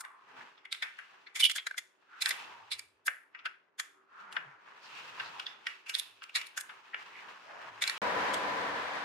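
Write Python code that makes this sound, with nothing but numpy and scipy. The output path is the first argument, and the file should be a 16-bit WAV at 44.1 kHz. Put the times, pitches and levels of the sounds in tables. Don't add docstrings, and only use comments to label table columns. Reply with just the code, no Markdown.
import sys
import numpy as np
from scipy import signal
from scipy.fft import rfft, irfft, next_fast_len
from scipy.io import wavfile

SR = 44100
rng = np.random.default_rng(int(sys.argv[2]) if len(sys.argv) > 2 else 0)


def master(y):
    cut = np.clip(np.atleast_2d(y).T, -1, 1)
    pcm = np.round(cut * 32767)
    wavfile.write(sys.argv[1], SR, pcm.astype(np.int16))


N = 398663
TIME = np.arange(N) / SR


def undb(db):
    return 10 ** (np.asarray(db) / 20)


def unit(x):
    return x / np.sqrt(np.mean(x ** 2) + 1e-24)


def curves(table):
    times_s, *columns = np.transpose(table)
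    return [np.interp(TIME, np.sort(times_s), column) for column in columns]


def band(x, lo_hz, hi_hz, order=3):
    return signal.sosfilt(signal.butter(order, [lo_hz, hi_hz], "band", fs=SR, output="sos"), x)


def resonance(x, hz, width_hz):
    return signal.lfilter(*signal.iirpeak(hz, hz / width_hz, fs=SR), x)


def colour(x, spectrum):
    hz, db = np.transpose(spectrum)
    size = next_fast_len(x.shape[-1])
    bin_hz = np.maximum(np.fft.rfftfreq(size, 1 / SR), 1)
    gain = undb(np.interp(np.log(bin_hz), np.log(hz), db))
    skirts = np.minimum(bin_hz / hz[0], 1) ** 2 * np.minimum(hz[-1] / bin_hz, 1) ** 4
    return irfft(rfft(x, size) * gain * skirts, size)[..., :x.shape[-1]]


def stereo_noise(size, likeness):
    shared, *own = rng.standard_normal((3, size))
    return np.sqrt(likeness) * shared + np.sqrt(1 - likeness) * np.array(own)


def panned(pan_db):
    return unit(undb(np.array([[pan_db], [-pan_db]]) / 2))


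def walk(rate_hz):
    knots = rng.standard_normal(4096)
    return 1.2 * np.interp(TIME * rate_hz, np.arange(len(knots)), knots)


def grit(size, spread_db):
    catch_db = spread_db * np.minimum(rng.exponential(size=size // 8 + 1), 5)
    return np.repeat(undb(catch_db), 8)[:size]


def add(track, sound, start_s):
    start = int(start_s * SR)
    a, b = max(start, 0), min(start + sound.shape[1], N)
    track[:, a:b] += sound[:, a - start:b - start]


# centre in Hz, filter width in Hz, level in dB.
HUM_BANDS = [(292, 36, -89.5), (382, 33, -83.5)]


def hum():
    out = np.zeros((2, N))
    for hz, width_hz, db in HUM_BANDS:
        narrow = resonance(stereo_noise(N, likeness=0.17), hz, width_hz)
        out += undb(db) * unit(resonance(narrow, hz, width_hz))
    return out * undb(2.5 * walk(3))


# peak time in seconds, level in dB, pitch in Hz, glide in Hz per second,
# half length in seconds.
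GROAN_TONES = [(0.396, -74, 248.5, -100, 0.089), (2.72, -79.5, 107, -51.5, 0.21),
               (4.3, -78.5, 191.5, -150, 0.15), (4.49, -72.5, 141, -400, 0.061),
               (5.2, -78.5, 138.8, -43.5, 0.25), (6.131, -86, 100, -60, .1), (7.74, -75, 118, -150, 0.13)]


def groans():
    out = np.zeros(N)
    for peak_s, db, hz, glide_hz_per_s, half_s in GROAN_TONES:
        t = TIME - peak_s
        phase = 2 * np.pi * (hz * t + glide_hz_per_s * t ** 2 / 2) + 1.7 * walk(35)
        envelope = undb(db + 2.5 * walk(25)) * np.exp(-(t / half_s) ** 2)
        out += envelope * np.sqrt(2) * np.sin(phase)
    return out


# frequency in Hz, relative density in dB.
RUSH_SPECTRUM = [(20, -31), (45, -29), (65, -16), (110, -9.5), (250, -8), (370, -4), (480, 0.5), (700, 1.5),
                 (1000, -0.5), (1300, -6), (1750, -10.5), (3800, -19.5), (9500, -37.5), (15500, -45)]
# centre in Hz, width in Hz, gain in dB.
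RUSH_RESONANCES = [(218, 31, 4), (285.6, 10, 7.5), (477, 19, -1), (552, 22, -2.5), (624, 16, -23),
                   (1005, 26, 7), (1144, 11, 1), (1710, 560, 2.5)]
# time in seconds, level before the lift in dB, treble lift in dB.
RUSH_ENVELOPE = [(8.02, -33.5, 4), (8.14, -33.5, 4.5), (8.3, -36, 7.5), (8.5, -36.5, 5.5), (8.75, -40.5, 9),
                 (9.04, -47, 14)]


def rush(flutter_db=0.6, pan_db=1.5, split_hz=900):
    level_db, lift_db = curves(RUSH_ENVELOPE)
    mid, side = rng.standard_normal((2, N))
    highpass = signal.butter(1, split_hz, "high", fs=SR, output="sos")
    side = 0.079 * side + 0.99 * signal.sosfilt(highpass, side)
    air = colour(np.array([mid + side, mid - side]), RUSH_SPECTRUM)
    hollow = sum(undb(db) * resonance(air, hz, width_hz) for hz, width_hz, db in RUSH_RESONANCES)
    air = unit(air + hollow)
    treble_gain = undb(lift_db + 0.61 * walk(25))
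    air = air + (treble_gain - 1) * band(air, 1330, 8700, order=1)
    return panned(pan_db) * air * undb(level_db + flutter_db * walk(30))


# peak time in seconds, level in dB, resonance in Hz, half length in seconds.
GLOVE_DRAGS = [(.06, -55, 1100, 0.16), (2.171, -52.5, 1454, 0.067), (2.473, -55, 906, 0.21),
               (3.994, -68.5, 1255, 0.097), (4.221, -50, 1317, 0.092), (4.561, -62.5, 1420, 0.062),
               (4.856, -58.5, 4580, 0.034), (4.987, -53.5, 2440, 0.049), (5.259, -54.5, 4150, .05),
               (5.373, -48, 950, 0.038), (7.179, -52, 2110, 0.056), (7.569, -55, 654, 0.12),
               (7.52, -71.5, 5000, .2)]


def glove_drags(width_share=0.23):
    out = np.zeros((2, N))
    t = np.arange(-SR // 2, SR // 2) / SR
    for peak_s, db, hz, half_s in GLOVE_DRAGS:
        catches = stereo_noise(len(t), likeness=0.3) * grit(len(t), spread_db=2.2)
        pass_width_hz = width_share * hz / np.sqrt(np.sqrt(2) - 1)
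        hollow = resonance(resonance(catches, hz, pass_width_hz), hz, pass_width_hz)
        add(out, unit(hollow) * undb(db) * np.exp(-(t / half_s) ** 2), peak_s + t[0])
    return out


# peak time in seconds, rub level in dB, swell in seconds,
# fade in seconds, relative fibre hiss in dB.
CLOTH_STROKES = [(.39, -48, 0.078, 0.091, -6.5), (0.861, -66, 0.06, 0.27, 9.5),
                 (1.16, -61, 0.19, 0.15, -24), (1.55, -75.5, 0.052, .05, 8), (2.33, -52, 0.08, 0.14, 7.5),
                 (2.479, -49.5, 0.14, 0.12, -22), (3.37, -67.5, 0.062, 0.25, -9.5),
                 (4.21, -58.5, 0.047, .05, -3), (4.36, -48, 0.077, 0.12, -14.5),
                 (4.72, -56.5, 0.15, 0.27, -28.5), (4.98, -49.5, 0.13, 0.22, 1),
                 (5.22, -46, 0.11, 0.25, -4), (5.43, -56, 0.035, 0.021, 5), (5.7, -67.5, 0.035, 0.07, 17),
                 (5.979, -59, 0.08, 0.21, 3.5), (6.4, -59.5, 0.056, 0.14, 5), (6.74, -56, 0.18, 0.076, -4),
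                 (7.0, -54.5, 0.12, 0.45, -1.5), (7.309, -49.5, 0.19, 0.054, -7.5),
                 (7.6, -47.5, 0.16, 0.3, -9.5), (7.918, -47, 0.063, 0.25, 3)]


def stroke_envelopes(rest_rub_db=-76, rest_fibre_db=-86.5):
    rub_power, fibre_power = undb(rest_rub_db) ** 2, undb(rest_fibre_db) ** 2
    for peak_s, db, swell_s, fade_s, hiss_db in CLOTH_STROKES:
        slope_s = np.where(TIME < peak_s, swell_s, fade_s)
        stroke = undb(db) * np.exp(-np.abs(TIME - peak_s) / slope_s)
        rub_power = rub_power + stroke ** 2
        fibre_power = fibre_power + (stroke * undb(hiss_db)) ** 2
    return np.sqrt(rub_power), np.sqrt(fibre_power)


# frequency in Hz, relative density in dB.
BUMP_SPECTRUM = [(35, -37), (60, -26), (110, -11), (200, -6.5), (300, -5), (420, 0.5), (600, -1.5),
                 (800, -4.5), (1200, -28.5)]
RUB_SPECTRUM = [(350, -33), (600, -13.5), (900, 2.5), (1250, 1.5), (1700, 0), (2300, -7.5), (3500, -27.5),
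                (6000, -31)]
FIBRE_SPECTRUM = [(1500, -20.5), (2600, 5), (3600, -4), (5300, -11), (7000, -17), (10000, -27.5),
                  (15000, -32.5)]


def cloth(rest_bump_db=-81.5, bump_re_rub_db=-13.5, fibre_trim_db=-1, pan_db=0.2):
    rub_level, fibre_level = stroke_envelopes()
    bump_level = np.hypot(undb(rest_bump_db), undb(bump_re_rub_db) * rub_level)
    flutter = undb(1.2 * walk(45) + walk(14))
    tilt_db = 0.7 * walk(20)
    bump = unit(colour(stereo_noise(N, likeness=0.55), BUMP_SPECTRUM))
    rub = unit(colour(stereo_noise(N, likeness=0.24) * grit(N, spread_db=3.0), RUB_SPECTRUM))
    fibre = unit(colour(stereo_noise(N, likeness=0.1) * grit(N, spread_db=2.1), FIBRE_SPECTRUM))
    friction = rub * rub_level * undb(-tilt_db) + fibre * fibre_level * undb(fibre_trim_db + tilt_db)
    return bump * bump_level + flutter * friction * panned(pan_db)


def bay_echo(x, low_t60_s=0.3, high_t60_s=0.27, treble_db=-3, build_s=0.0013):
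    t = np.arange(SR // 2) / SR
    noise = stereo_noise(len(t), likeness=0.05)
    low = band(noise, 300, 3500, order=2) * undb(-60 * t / low_t60_s)
    high = band(noise, 3500, 16000, order=2) * undb(treble_db - 60 * t / high_t60_s)
    response = unit((low + high) * (1 - np.exp(-t / build_s))) / np.sqrt(len(t))
    return signal.fftconvolve(x, response, axes=1)[:, :N]


# time in seconds, pitch in Hz, level in dB.
JAW_SLIP = [(1.422, 2930, -52), (1.426, 3000, -23), (1.4315, 2910, -30), (1.4335, 3000, -18),
            (1.438, 2955, -16), (1.441, 2884, -31), (1.450, 2950, -28.5), (1.455, 2975, -28.5),
            (1.465, 2958, -32), (1.487, 2950, -40), (1.51, 2890, -47)]


def squeak(waver_hz=35, overtone_db=-30, pan_db=-4):
    hz, db = curves(JAW_SLIP)
    phase = 2 * np.pi * np.cumsum(hz + waver_hz * walk(250)) / SR
    sounding = (TIME > JAW_SLIP[0][0]) & (TIME < JAW_SLIP[-1][0])
    tone = np.sqrt(2) * (np.sin(phase) + undb(overtone_db) * np.sin(2 * phase))
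    grip_db = 1.2 * walk(400)
    return panned(pan_db) * tone * sounding * undb(db + grip_db)


def contact_force(t, chatter_s, lead_in_db, lead_in_s=0.0093, settle_s=0.054, snap_s=0.00025):
    since_s = t + chatter_s / 4
    before = since_s < 0
    distance_s = np.abs(since_s)
    flank_s = chatter_s * np.where(before, 0.29, 1.25)
    chatter = np.exp(-(distance_s / flank_s) ** 1.6)
    lead_in = undb(lead_in_db) * np.exp(-(distance_s / lead_in_s) ** 1.82)
    settling = undb(-21) * np.exp(-distance_s / settle_s)
    snap = undb(1) * np.exp(-np.abs(t) / snap_s)
    return np.hypot(chatter, np.where(before, lead_in, settling)) + snap


# frequency in Hz, t60 in seconds, gain over the plain contact in dB.
STEEL_MODES = [(1533, 0.0093, -2.5), (1780, 0.048, -9.5), (2065, 0.017, -5.5), (2318, 0.13, 2),
               (2860, 0.12, 4.5), (3263, 0.089, 4.5), (3450, 0.019, 1), (3530, 0.03, 0.5), (3950, .03, -8),
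               (4410, 0.025, -2), (5140, 0.042, 3), (6750, 0.038, 6), (8370, 0.021, 1), (9500, 0.033, -3.5),
               (10000, 0.04, 3.5), (10930, 0.037, 1), (11500, 0.023, -1), (13700, 0.047, -2)]


def ringing_steel(force, spot_spread_db=0.3):
    touches = stereo_noise(len(force), likeness=0.22) * grit(len(force), spread_db=2.53) * force
    favours_db = rng.normal(0, spot_spread_db, len(STEEL_MODES))
    return touches + sum(undb(db + favour_db) * resonance(touches, hz, np.log(1000) / np.pi / t60_s)
                         for (hz, t60_s, db), favour_db in zip(STEEL_MODES, favours_db))


# hardness in dB, lead-in level in dB,
# tick in Hz, sizzle over tick in dB.
HARDNESS_LAWS = [(-34, -14.5, 2000, -26.5), (-9, -17, 6100, -14.5), (-4, -9, 7260, -16),
                 (5.5, -4.5, 8930, -10.5)]


def contact(knock_db, knock_hz, ring_over_db, ring_hz, hardness_db, chatter_s, tick_scatter=0.18):
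    hardnesses_db, *laws = np.transpose(HARDNESS_LAWS)
    lead_in_db, tick_hz, sizzle_db = (np.interp(hardness_db, hardnesses_db, law) for law in laws)
    tick_hz *= np.exp(rng.uniform(-1, 1) * tick_scatter)
    ring_db, tick_db = knock_db + ring_over_db, knock_db + hardness_db
    t = np.arange(-int(0.04 * SR), int(0.26 * SR)) / SR
    blow = (t > -0.006) & (t < 0.01)

    def place(x, db, pan_db=0):
        return panned(pan_db) * undb(db) * x / np.std(x[:, blow])

    steel = ringing_steel(contact_force(t, chatter_s, lead_in_db))
    low, middle = band(steel, 1150, 2660, order=4), band(steel, 2450, 5200, order=4)
    knock, ring = resonance(low, knock_hz, width_hz=300), resonance(middle, ring_hz, width_hz=430)
    tick = band(resonance(steel, tick_hz, width_hz=2200) + 0.67 * steel, 4100, 10870, order=5)
    sizzle = band(steel, 10800, 14400)
    thud = band(steel, 480, 1150)
    common = place(thud, knock_db - 23) + place(tick, tick_db)
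    common += place(sizzle, tick_db + sizzle_db, pan_db=0.89)
    direct_share, scattered_share = 0.1, 0.69
    return [common
            + place(knock + share * low, knock_db, pan_db=2)
            + place(ring + share * middle, ring_db, pan_db=-3.5)
            for share in (direct_share, scattered_share)]


# time in seconds, knock level in dB, knock in Hz, ring over knock in dB,
# ring in Hz, hardness (tick over knock) in dB, chatter width in seconds, relative echo in dB.
SPANNER_BLOWS = [(.0094, -47.5, 1330, -15, 3400, 2, 0.0064, -28),
                 (0.05, -45, 1810, -17, 3520, -25, 0.0018, -7),
                 (0.5794, -67.5, 1090, 5, 3300, -28, .0076, 6.5),
                 (.654, -48, 2030, -10.5, 3300, -24, 0.0043, -6),
                 (.727, -41.5, 2080, 7, 3820, -5, 0.0027, -4),
                 (0.7478, -50.5, 1890, 2, 3330, -15, .0052, -7),
                 (0.8266, -33.5, 1950, -5, 3630, -17.5, 0.0089, 0.5),
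                 (.989, -46, 1730, -10, 2840, -22, 0.0065, 3),
                 (1.2706, -51, 2050, -5.5, 4040, -30, 0.0089, 0),
                 (1.3641, -39, 2200, -4.5, 3270, -4, 0.02, -7),
                 (1.4059, -34, 2320, 4.5, 3500, 0.5, 0.015, -22),
                 (1.4416, -38, 2180, 12, 3200, 3, .004, -25), (1.4548, -38, 2300, 15, 3040, 3.5, .013, -21),
                 (1.4994, -40, 2030, 6.5, 2970, -3.5, 0.0072, -12),
                 (1.5143, -42.5, 2110, 5, 3350, 0.5, .0051, -22.5),
                 (1.563, -40, 1700, 0, 3370, 0, 0.014, -31),
                 (1.5839, -39.5, 2080, 2, 3250, -22, 0.012, -8.5),
                 (1.6696, -34.5, 1740, -7.5, 3960, -11.5, 0.0064, -27),
                 (1.7117, -38.5, 1650, -27, 3860, -23, 0.0038, -16),
                 (1.744, -50, 1560, -25, 3470, -26, 0.0035, -8),
                 (1.7825, -36.5, 1945, -5.5, 3430, -5, .0079, -17),
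                 (2.2221, -37, 2370, 5, 3970, 0.5, 0.0061, -2),
                 (2.2593, -33.5, 1830, 1, 3800, -6, 0.0029, 4.5),
                 (2.2933, -51, 2040, 7.5, 3800, 14, 0.0057, -19),
                 (2.3099, -33, 2030, -4.5, 3860, -10, 0.0079, -3),
                 (2.7226, -41, 2300, 6.5, 3980, -3.5, 0.017, -6.5),
                 (2.7938, -47.5, 2380, 0.5, 4560, -0.5, 0.0032, -8),
                 (3.0702, -46, 1680, -5.5, 3445, 7, 0.0033, -17.5),
                 (3.0812, -26, 1756, -21, 2980, -23.5, 0.0049, -13.5),
                 (3.35, -47.5, 1850, -10, 2660, -45, 0.0052, 0.5),
                 (3.393, -56, 1260, -1, 2840, -36, 0.0062, 1),
                 (3.4588, -34.5, 1540, -6.5, 2620, -22.5, 0.009, -8.5),
                 (3.7988, -35.5, 1760, -6, 3320, -3.5, 0.0056, -7.5),
                 (4.3275, -54.5, 1320, 3.5, 3050, -5, 0.0045, 0),
                 (4.3677, -31, 1640, -11, 2890, -41, .0045, -6),
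                 (5.2013, -37.5, 1630, -3, 2760, -32, 0.0081, -15),
                 (5.3985, -42, 1330, 1.5, 2590, -18, 0.0061, -8),
                 (5.467, -52, 1770, 14, 3480, -16, 0.0031, 3.5),
                 (5.669, -35, 1900, -4.5, 2700, -19, 0.0053, -1),
                 (5.87, -51, 2530, -5, 2580, -15, 0.017, 1), (5.897, -40.5, 2700, -4, 2640, -4, 0.006, -1),
                 (5.9513, -46.5, 1750, 16.5, 3750, 0.5, 0.0015, 2.5),
                 (5.989, -60, 2320, 13, 3480, 13.5, 0.0057, -20),
                 (5.998, -48.5, 2380, 13.5, 3760, 8.5, 0.0014, -23),
                 (6.2209, -50, 1140, -4.5, 2770, -46, 0.0034, 3.5),
                 (6.2393, -59.5, 1930, 10, 2700, 0.5, 0.0019, -12),
                 (6.296, -52, 2630, -8, 2830, -19, 0.007, -11), (6.355, -40, 2300, 5, 3950, -9.5, .009, 7),
                 (6.361, -34, 1890, 2, 4060, -4.5, .015, -7),
                 (6.4156, -46.5, 2260, -1, 2690, -10, .005, -14),
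                 (6.47, -65, 1870, 12, 4300, 8.5, 0.0046, -4),
                 (6.578, -36, 1620, -9.5, 2770, -4, 0.0072, -3.5),
                 (6.6103, -51, 1840, -2, 3240, 7, 0.0036, -34),
                 (6.6978, -46.5, 1390, -8.5, 2830, -28, 0.011, -2),
                 (6.9451, -36, 1860, -12.5, 2810, -38, .0025, -5.5),
                 (7.825, -32, 2080, -1.5, 3680, -6, 0.011, -19),
                 (7.8394, -40, 2280, 6, 3740, -7, 0.0021, 4),
                 (7.8776, -35, 2280, 0.5, 4170, -5.5, 0.0047, -7),
                 (7.8976, -36, 1930, 0, 4050, -7.5, 0.0038, 0),
                 (8.3427, -39.5, 1410, -1, 3300, -3, 0.0047, -5)]


def spanner(blow_send_db=-7, squeak_send_db=-19):
    direct, send = np.zeros((2, 2, N))
    for time_s, *settings, echo_db in SPANNER_BLOWS:
        blow, scattered = contact(*settings)
        start_s = time_s - 0.04
        add(direct, blow, start_s)
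        add(send, scattered * undb(echo_db + blow_send_db), start_s)
    slip = squeak()
    return direct + slip + bay_echo(send + undb(squeak_send_db) * slip)


def scene(cut_s=7.979, resume_s=8.017):
    before, after = TIME < cut_s, TIME > resume_s
    steel = spanner()
    surroundings = cloth() + glove_drags() + hum() + groans()
    return steel * (before | after) + surroundings * before + rush() * after


def record(dry, top_hz=15800):
    return signal.sosfilt(signal.ellip(10, 0.2, 80, top_hz, fs=SR, output="sos"), dry)


dry = scene()
out = record(dry)
master(out)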